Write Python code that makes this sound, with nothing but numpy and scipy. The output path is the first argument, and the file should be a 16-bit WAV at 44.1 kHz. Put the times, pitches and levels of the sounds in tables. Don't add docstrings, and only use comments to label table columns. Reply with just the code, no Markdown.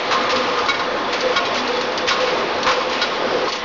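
import sys
import numpy as np
from scipy import signal
from scipy.fft import rfft, irfft
from scipy.io import wavfile
from scipy.ndimage import uniform_filter1d

SR = 44100
rng = np.random.default_rng(int(sys.argv[2]) if len(sys.argv) > 2 else 0)


def bounce(signal):
    frames = np.transpose(np.atleast_2d(signal))
    limited = np.clip(frames, -1, 1)
    pcm = np.round(limited * 32767).astype(np.int16)
    wavfile.write(sys.argv[1], SR, pcm)


def gain_from_db(level_db):
    decades = np.asarray(level_db, float) / 20
    return 10 ** decades


N = 160524
T = np.arange(N) / SR
CONTACT_S = .0013
SNAP_DB, SNAP_T60_S = 4, .015

# (time [s], peak [dB], tilt [dB/octave], mode rung hardest
# [Hz])
CLANK_EVENTS = [
    (0.6859, -2, -1, 2229),
    (0.742, -13, 0.5, 3300),
    (0.7944, -12.5, 1.5, 4150),
    (1.361, -1, -2, 3300),
    (1.4514, -12, 2, 4059),
    (2.1065, -5, 1, 1437),
    (2.271, -11.5, -2.5, 2229),
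    (2.81, -21, 5.5, 3300),
    (3.0158, -3.5, 2.5, 1437),
]
# (time [s], peak [dB], low body share [dB], t60 [s])
CRASH_EVENTS = [(0.1125, -5.5, -3.5, 0.2), (0.212, -16, -4, 0.42), (0.2956, -10, -28, 0.87),
                (0.575, -18, 1.5, 0.75), (1.1287, -10, -10.5, 0.19), (1.556, -9.5, -11, 0.25),
                (2.0775, -7, -16, 0.25), (2.087, -14.5, -7.5, 0.43), (2.2035, -14.5, -8, 0.48),
                (2.38, -21, -11.5, 0.12), (2.6671, -5.5, 2.5, 0.25), (2.691, -15.5, -17, 0.23),
                (2.8977, -13, -15, 1)]


def unit(x):
    return x / np.sqrt(np.mean(x ** 2))


def curve(table):
    return gain_from_db(np.interp(T, *np.array(table).T))


def band(hz, width_hz):
    return unit(signal.lfilter(*signal.iirpeak(hz, hz / width_hz, SR), rng.standard_normal(N)))


def walk(rate_hz):
    k = int(SR / rate_hz)
    held = np.repeat(rng.standard_normal(N // k + 1), k)
    return 1.57 * uniform_filter1d(uniform_filter1d(held, k), k)[:N]


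def tone(hz):
    return np.sin(2 * np.pi * np.cumsum(hz) / SR)


def add(out, at_s, x):
    i = int(at_s * SR)
    out[i:i + len(x)] += x[:N - i]


def decay(t, t60_s):
    return np.exp(-np.log(1000) * t / t60_s)


def fade(t, t60_s):
    return (1 - np.exp(-t / CONTACT_S * 3)) * decay(t, t60_s)


def roar():
    # (frequency [Hz], density [dB/Hz])
    spectrum = [(15, -50.5), (25, -49.5), (268, -12), (497, -7), (744, -12.5), (1090, -12.5), (3400, -19.5),
                (5590, -24.5), (7260, -32.5), (9440, -91.5), (16000, -120)]
    # (time [s], level [dB])
    load_levels = [(0, -19.5), (.33, -18), (.78, -21.5), (1.0, -19), (1.32, -19.5), (2.03, -21),
                   (2.31, -18.5), (2.88, -21), (3.08, -21.5), (3.3, -17), (3.475, -20), (3.49, -24.5),
                   (3.6, -25), (3.64, -23.5)]
    # (time [s], level [dB])
    scrape_levels = [(0.0, -26.5), (0.26, -28.5), (0.5, -27), (0.93, -28), (1.15, -28), (1.26, -26),
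                     (1.38, -27), (1.63, -29), (1.78, -28.5), (2.06, -29.5), (2.21, -27), (2.32, -26),
                     (2.45, -28.5), (2.78, -28.5), (3.32, -28.5), (3.64, -32)]
    # (frequency [Hz], width [Hz], level [dB])
    stand_modes = [(98.3, 13, -52.5), (374.5, 13, -42.5), (443.5, 9.1, -39.5), (587.5, 19, -41.5),
                   (692, 16, -37), (840, 36, -35), (924, 12, -38.5), (1060, 72, -33), (1221, 29, -35.5)]
    roar_db, swell_db, flicker_db, scrape_db = -22.5, .5, .9, .8
    load_corner_hz = 1800
    load = unit(curve(load_levels))
    scrape = unit(curve(scrape_levels)) * gain_from_db(scrape_db * walk(14))
    swell = walk(1)
    hz, db = np.array(spectrum).T
    f = np.fft.rfftfreq(N, 1 / SR) + 1
    colour = gain_from_db(np.interp(np.log(f), np.log(hz), db))
    noise = np.zeros(N)
    for mid_hz in 25 * 2 ** np.arange(0, 8.4, 1 / 3):
        share = np.cos(np.clip(np.log2(f / mid_hz) * 3, -1, 1) * np.pi / 2)
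        drive = load if mid_hz < load_corner_hz else scrape
        level = drive * gain_from_db(swell_db * swell + flicker_db * walk(9))
        noise += level * irfft(rfft(rng.standard_normal(N)) * colour * share, N)
    stand = sum(gain_from_db(mode_db + 2.0 * walk(4.07)) * band(mode_hz, width_hz)
                for mode_hz, width_hz, mode_db in stand_modes)
    return gain_from_db(roar_db) * unit(noise) + stand * load


def floor_rumble():
    return gain_from_db(-55 + 2.5 * walk(8.6)) * band(40, 25)


def whine():
    level = gain_from_db(-39 + 2.0 * walk(25))
    return level * tone(3423 + 4 * walk(21))


def shaft_hum():
    # (time [s], level [dB])
    hum_levels = [(0.0, -38.5), (0.25, -36.5), (0.32, -55), (0.36, -23.5), (0.65, -51), (0.91, -33.5),
                  (1.11, -54), (1.13, -38), (1.53, -42.5), (1.58, -26.5), (1.9, -41), (3.48, -35.5),
                  (3.59, -57), (3.64, -36.5)]
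    return curve(hum_levels) * tone(245.1 + 2.8 * walk(8.2))


def gear_mesh():
    # (frequency [Hz], wander [Hz], level [dB])
    meshes = [(487.8, 4.075, -1.5), (511, 3.98, 0.5)]
    # (start [s], length [s], level [dB], lean toward the upper mesh [dB])
    bites = [(0.076, 0.046, -25.5, -1.5), (0.151, 0.024, -23, 4), (0.203, 0.049, -25, -0.5),
             (0.266, 0.026, -25, 1), (0.329, 0.029, -17.5, 6), (0.376, 0.061, -22, 4),
             (0.447, 0.19, -25.5, -7), (0.881, 0.08, -25, -1.5), (1.147, 0.046, -27.5, -1),
             (1.237, 0.042, -17, 5.5), (1.295, 0.022, -18.5, 7.5), (1.678, 0.13, -22.5, -7),
             (1.835, 0.1, -25, 3), (2.026, 0.06, -24.5, -5.5), (2.198, 0.06, -21.5, 9),
             (2.264, 0.082, -22, 2), (2.373, 0.084, -27, 0), (2.557, 0.075, -29, 5.5),
             (2.667, 0.055, -19.5, 6.5), (2.736, 0.02, -19, -8), (2.77, 0.025, -20.5, 5.5),
             (2.823, 0.096, -26.5, 5), (2.952, 0.048, -26, 2), (3.225, 0.044, -23, 3),
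             (3.339, 0.037, -22, 4), (3.409, 0.05, -26.5, 5)]
    idle_db, edge_s = -36, .025
    levels = np.full((2, N), gain_from_db(idle_db))
    for at_s, length_s, db, lean_db in bites:
        to_edge_s = np.minimum(T - at_s, at_s + length_s - T)
        gate = np.clip(to_edge_s / edge_s + .5, 0, 1)
        levels = np.maximum(levels, gain_from_db(db + lean_db * np.array([[-.5], [.5]])) * gate)
    return sum(level * gain_from_db(db) * tone(hz + wander_hz * walk(25))
               for level, (hz, wander_hz, db) in zip(levels, meshes))


def groan():
    start_s, peak_s, end_s = 3.12, 3.33, 3.478
    swell = np.interp(T, [start_s, peak_s, end_s, end_s + .006], [.04, .66, .7, 0])
    return gain_from_db(-22.5 + walk(30)) * swell * band(385, 180)


def clatter():
    per_s, base_db, spread_db, t60_s = 53, -31, 2.5, .056
    out, t = np.zeros(N), T[:SR // 12]
    for place, pitch, size in rng.random((400, 3)):
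        at_s = place * 400 / per_s
        if at_s < T[-1]:
            db = base_db - spread_db * np.log(size + .06)
            hz = 900 * 6.5 ** pitch
            add(out, at_s, gain_from_db(db) * fade(t, t60_s) * np.sin(2 * np.pi * hz * t))
    return out


def floor_thumps():
    out, t = np.zeros(N), T[:SR // 2]
    thump = gain_from_db(-43.5) * decay(t, .24) * np.sin(2 * np.pi * 40 * t)
    for at_s, peak_db, *_ in CRASH_EVENTS + CLANK_EVENTS:
        add(out, at_s, gain_from_db(peak_db) * thump)
    return out


def crashes():
    crash_db, hold_s, lead_s = -13.5, .025, .002
    out, t = np.zeros(N), T[:SR // 2]
    bright = gain_from_db(2.0 * walk(120)) * (band(2700, 2300) + gain_from_db(-6.5) * band(5060, 2300))
    body = gain_from_db(.9 * walk(120)) * (band(1043, 210) + band(1270, 210))
    snap = gain_from_db(SNAP_DB - 7) * fade(t, SNAP_T60_S * 2)
    for at_s, peak_db, low_db, t60_s in CRASH_EVENTS:
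        i = int(at_s * SR)
        shape = np.minimum(t / CONTACT_S, 1) * decay(np.maximum(t - hold_s, 0), t60_s) + snap
        rush = (np.roll(bright, -i) + gain_from_db(low_db) * np.roll(body, -i))[:len(t)]
        add(out, at_s - lead_s, gain_from_db(peak_db + crash_db) * shape * rush)
    return out


def blows(events, modes, db, hold_s, crack_db=-3, build_s=.012):
    focus_db, focus_octaves, scatter_db = 4.5, .12, 1.5
    crack_t60_s, choke_s = .13, .022
    out, t = np.zeros(N), T[:SR // 3]
    hz, mode_db, t60_s = np.array(modes).T[:, :, None]
    flutter = gain_from_db(2 * walk(220))
    grit = band(4400, 4500)
    choke = np.exp(-(np.maximum(t - hold_s, 0) / choke_s) ** 2)
    envelope = fade(t, t60_s) / decay(np.minimum(t, build_s), t60_s)
    crack_shape = gain_from_db(crack_db) * (fade(t, crack_t60_s) + gain_from_db(SNAP_DB) * fade(t, SNAP_T60_S))
    offsets = 4000 * np.arange(len(modes))[:, None] + np.arange(len(t))
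    chance = rng.standard_normal((len(events), 3, len(modes), 1))
    for (at_s, peak_db, tilt_db, focus_hz), (level_dev, pitch_dev, phase_dev) in zip(events, chance):
        i = int(at_s * SR)
        focus = focus_db * np.exp(-(np.log2(hz / focus_hz) / focus_octaves) ** 2)
        level_db = mode_db + focus + scatter_db * level_dev + tilt_db * np.log2(hz / 2500)
        phase = 2 * np.pi * hz * (1 + .0027 * pitch_dev) * t + 3 * phase_dev
        ring = gain_from_db(level_db) * envelope * np.sin(phase) * flutter[(i + offsets) % N]
        crack = crack_shape * np.roll(grit, -i)[:len(t)]
        add(out, at_s, gain_from_db(peak_db + db) * (choke * ring.sum(axis=0) + crack))
    return out


def knocks():
    # (frequency [Hz], level [dB], t60 [s])
    plate = [(1070, 0, .17), (985, -8, .1), (1270, -4, .12), (727, -11, .1), (1530, -10, .08),
             (1170, -8, .1)]
    # (time [s], peak [dB], tilt [dB/octave], mode rung hardest [Hz])
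    knock_events = [(0.112, -10, 4, 1076), (0.124, -9.5, 3.5, 1080), (0.139, -15.5, 3, 1070),
                    (0.152, -11, -2.5, 1070), (0.7945, -13.5, -2, 1070), (0.9612, -20, -0.5, 1070),
                    (1.0156, -19, 3.5, 1070), (1.361, -13, -1.5, 1270), (1.7583, -17.5, 1, 1270),
                    (2.1075, -14, -3.5, 1080), (2.15, -12, 4.5, 1070), (2.1878, -12, 2, 1070),
                    (2.5122, -15.5, 0, 1070), (2.6655, -9, 2, 1270), (2.683, -13.5, 1, 1270),
                    (2.702, -20, 1, 1060), (2.8057, -14, 0.5, 1070), (3.1123, -17.5, -0.5, 1070),
                    (3.472, -13.5, 0, 1070)]
    return blows(knock_events, plate, -12, hold_s=.022, crack_db=-22.5)


def ticks():
    # (frequency [Hz], level [dB], t60 [s])
    rail = [(2430, -10, .06), (2760, -10, .06), (2960, -7, .06), (3400, -10, .05), (3880, -6, .06),
            (4350, -5, .07), (4490, -7, .07), (4877, -5, .07), (5400, -8, .06), (6100, -13, .05)]
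    # (time [s], peak [dB], tilt [dB/octave], mode rung hardest [Hz])
    tick_events = [(0.359, -10, 4, 4670), (0.6195, -24.5, 2, 3000), (0.661, -14, -2, 4400),
                   (1.2062, -11, 5.5, 4350), (1.5439, -13, -2, 3900), (1.5948, -16.5, 0, 3000),
                   (1.6766, -14, -2, 2760), (1.7699, -19, 3.5, 3400), (1.8105, -9.5, -1.5, 4350),
                   (1.9205, -19.5, -8, 2760), (1.9754, -9, 1.5, 4877), (2.0672, -19.5, -5, 2760),
                   (2.583, -18.5, 0, 3400), (2.629, -7, -3, 4490), (2.7846, -25.5, 2, 3400),
                   (3.1562, -23, -2.5, 3400), (3.481, -14.5, 1, 4490), (3.491, -18, 1, 4490),
                   (3.5214, -14, 7, 4350), (3.529, -14.5, 0, 3900), (3.554, -18, -7, 2430),
                   (3.56, -19, -5, 2430)]
    return blows(tick_events, rail, -15.5, hold_s=.0049, crack_db=3, build_s=.0069)


def clanks():
    # (frequency [Hz], level [dB], t60 [s])
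    chute = [(1090, -4, .25), (1437, -1, .24), (1830, -13, .12), (2229, -3, .22), (2767, -9, .1),
             (3245, -4, .12), (3340, -9, .07), (3880, -2, .16), (4059, -9, .1), (4375, -9, .1),
             (4720, -11, .1), (4985, -6, .1), (5480, -7, .12), (6500, -12, .08)]
    # (frequency [Hz], level [dB], t60 [s])
    bracket = [(1240, -12, .1), (1620, -15, .1), (1950, -14, .1), (2490, -13, .1), (3020, -12, .09),
               (3560, -14, .08), (4550, -14, .08), (5190, -14, .08), (5710, -15, .07), (6080, -17, .07)]
    return blows(CLANK_EVENTS, chute + bracket, -16.5, hold_s=.025)


def hall_tail(hits):
    t = T[:SR // 2]
    response = rng.standard_normal(len(t)) * decay(t, .3) * (t > .008)
    response *= gain_from_db(-14) / np.sqrt(np.sum(response ** 2))
    return signal.fftconvolve(hits, response)[:N]


def scene():
    mill = roar() + whine() + shaft_hum() + gear_mesh() + groan()
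    hits = floor_rumble() + clatter() + floor_thumps() + crashes() + knocks() + ticks() + clanks()
    return (mill + hits + hall_tail(hits))[None]


def band_limit(x):
    return signal.sosfilt(signal.butter(12, 7410, fs=SR, output="sos"), x)


def record(dry):
    ceiling, top_hz, lag_s = .325, 7150, .0006
    x = signal.sosfilt(signal.butter(2, 5600, fs=SR, output="sos"), dry[0])
    x = x / (1 + (x / ceiling) ** 4) ** .25
    x = signal.sosfilt(signal.butter(6, 6100, fs=SR, output="sos"), x)
    x = signal.sosfilt(signal.ellip(10, .5, 85, top_hz, fs=SR, output="sos"), x) - .002
    x = np.pad(x, (0, int(lag_s * SR)), mode="reflect")[-N:]
    return band_limit(x[None])


dry = scene()
out = record(dry)
bounce(out)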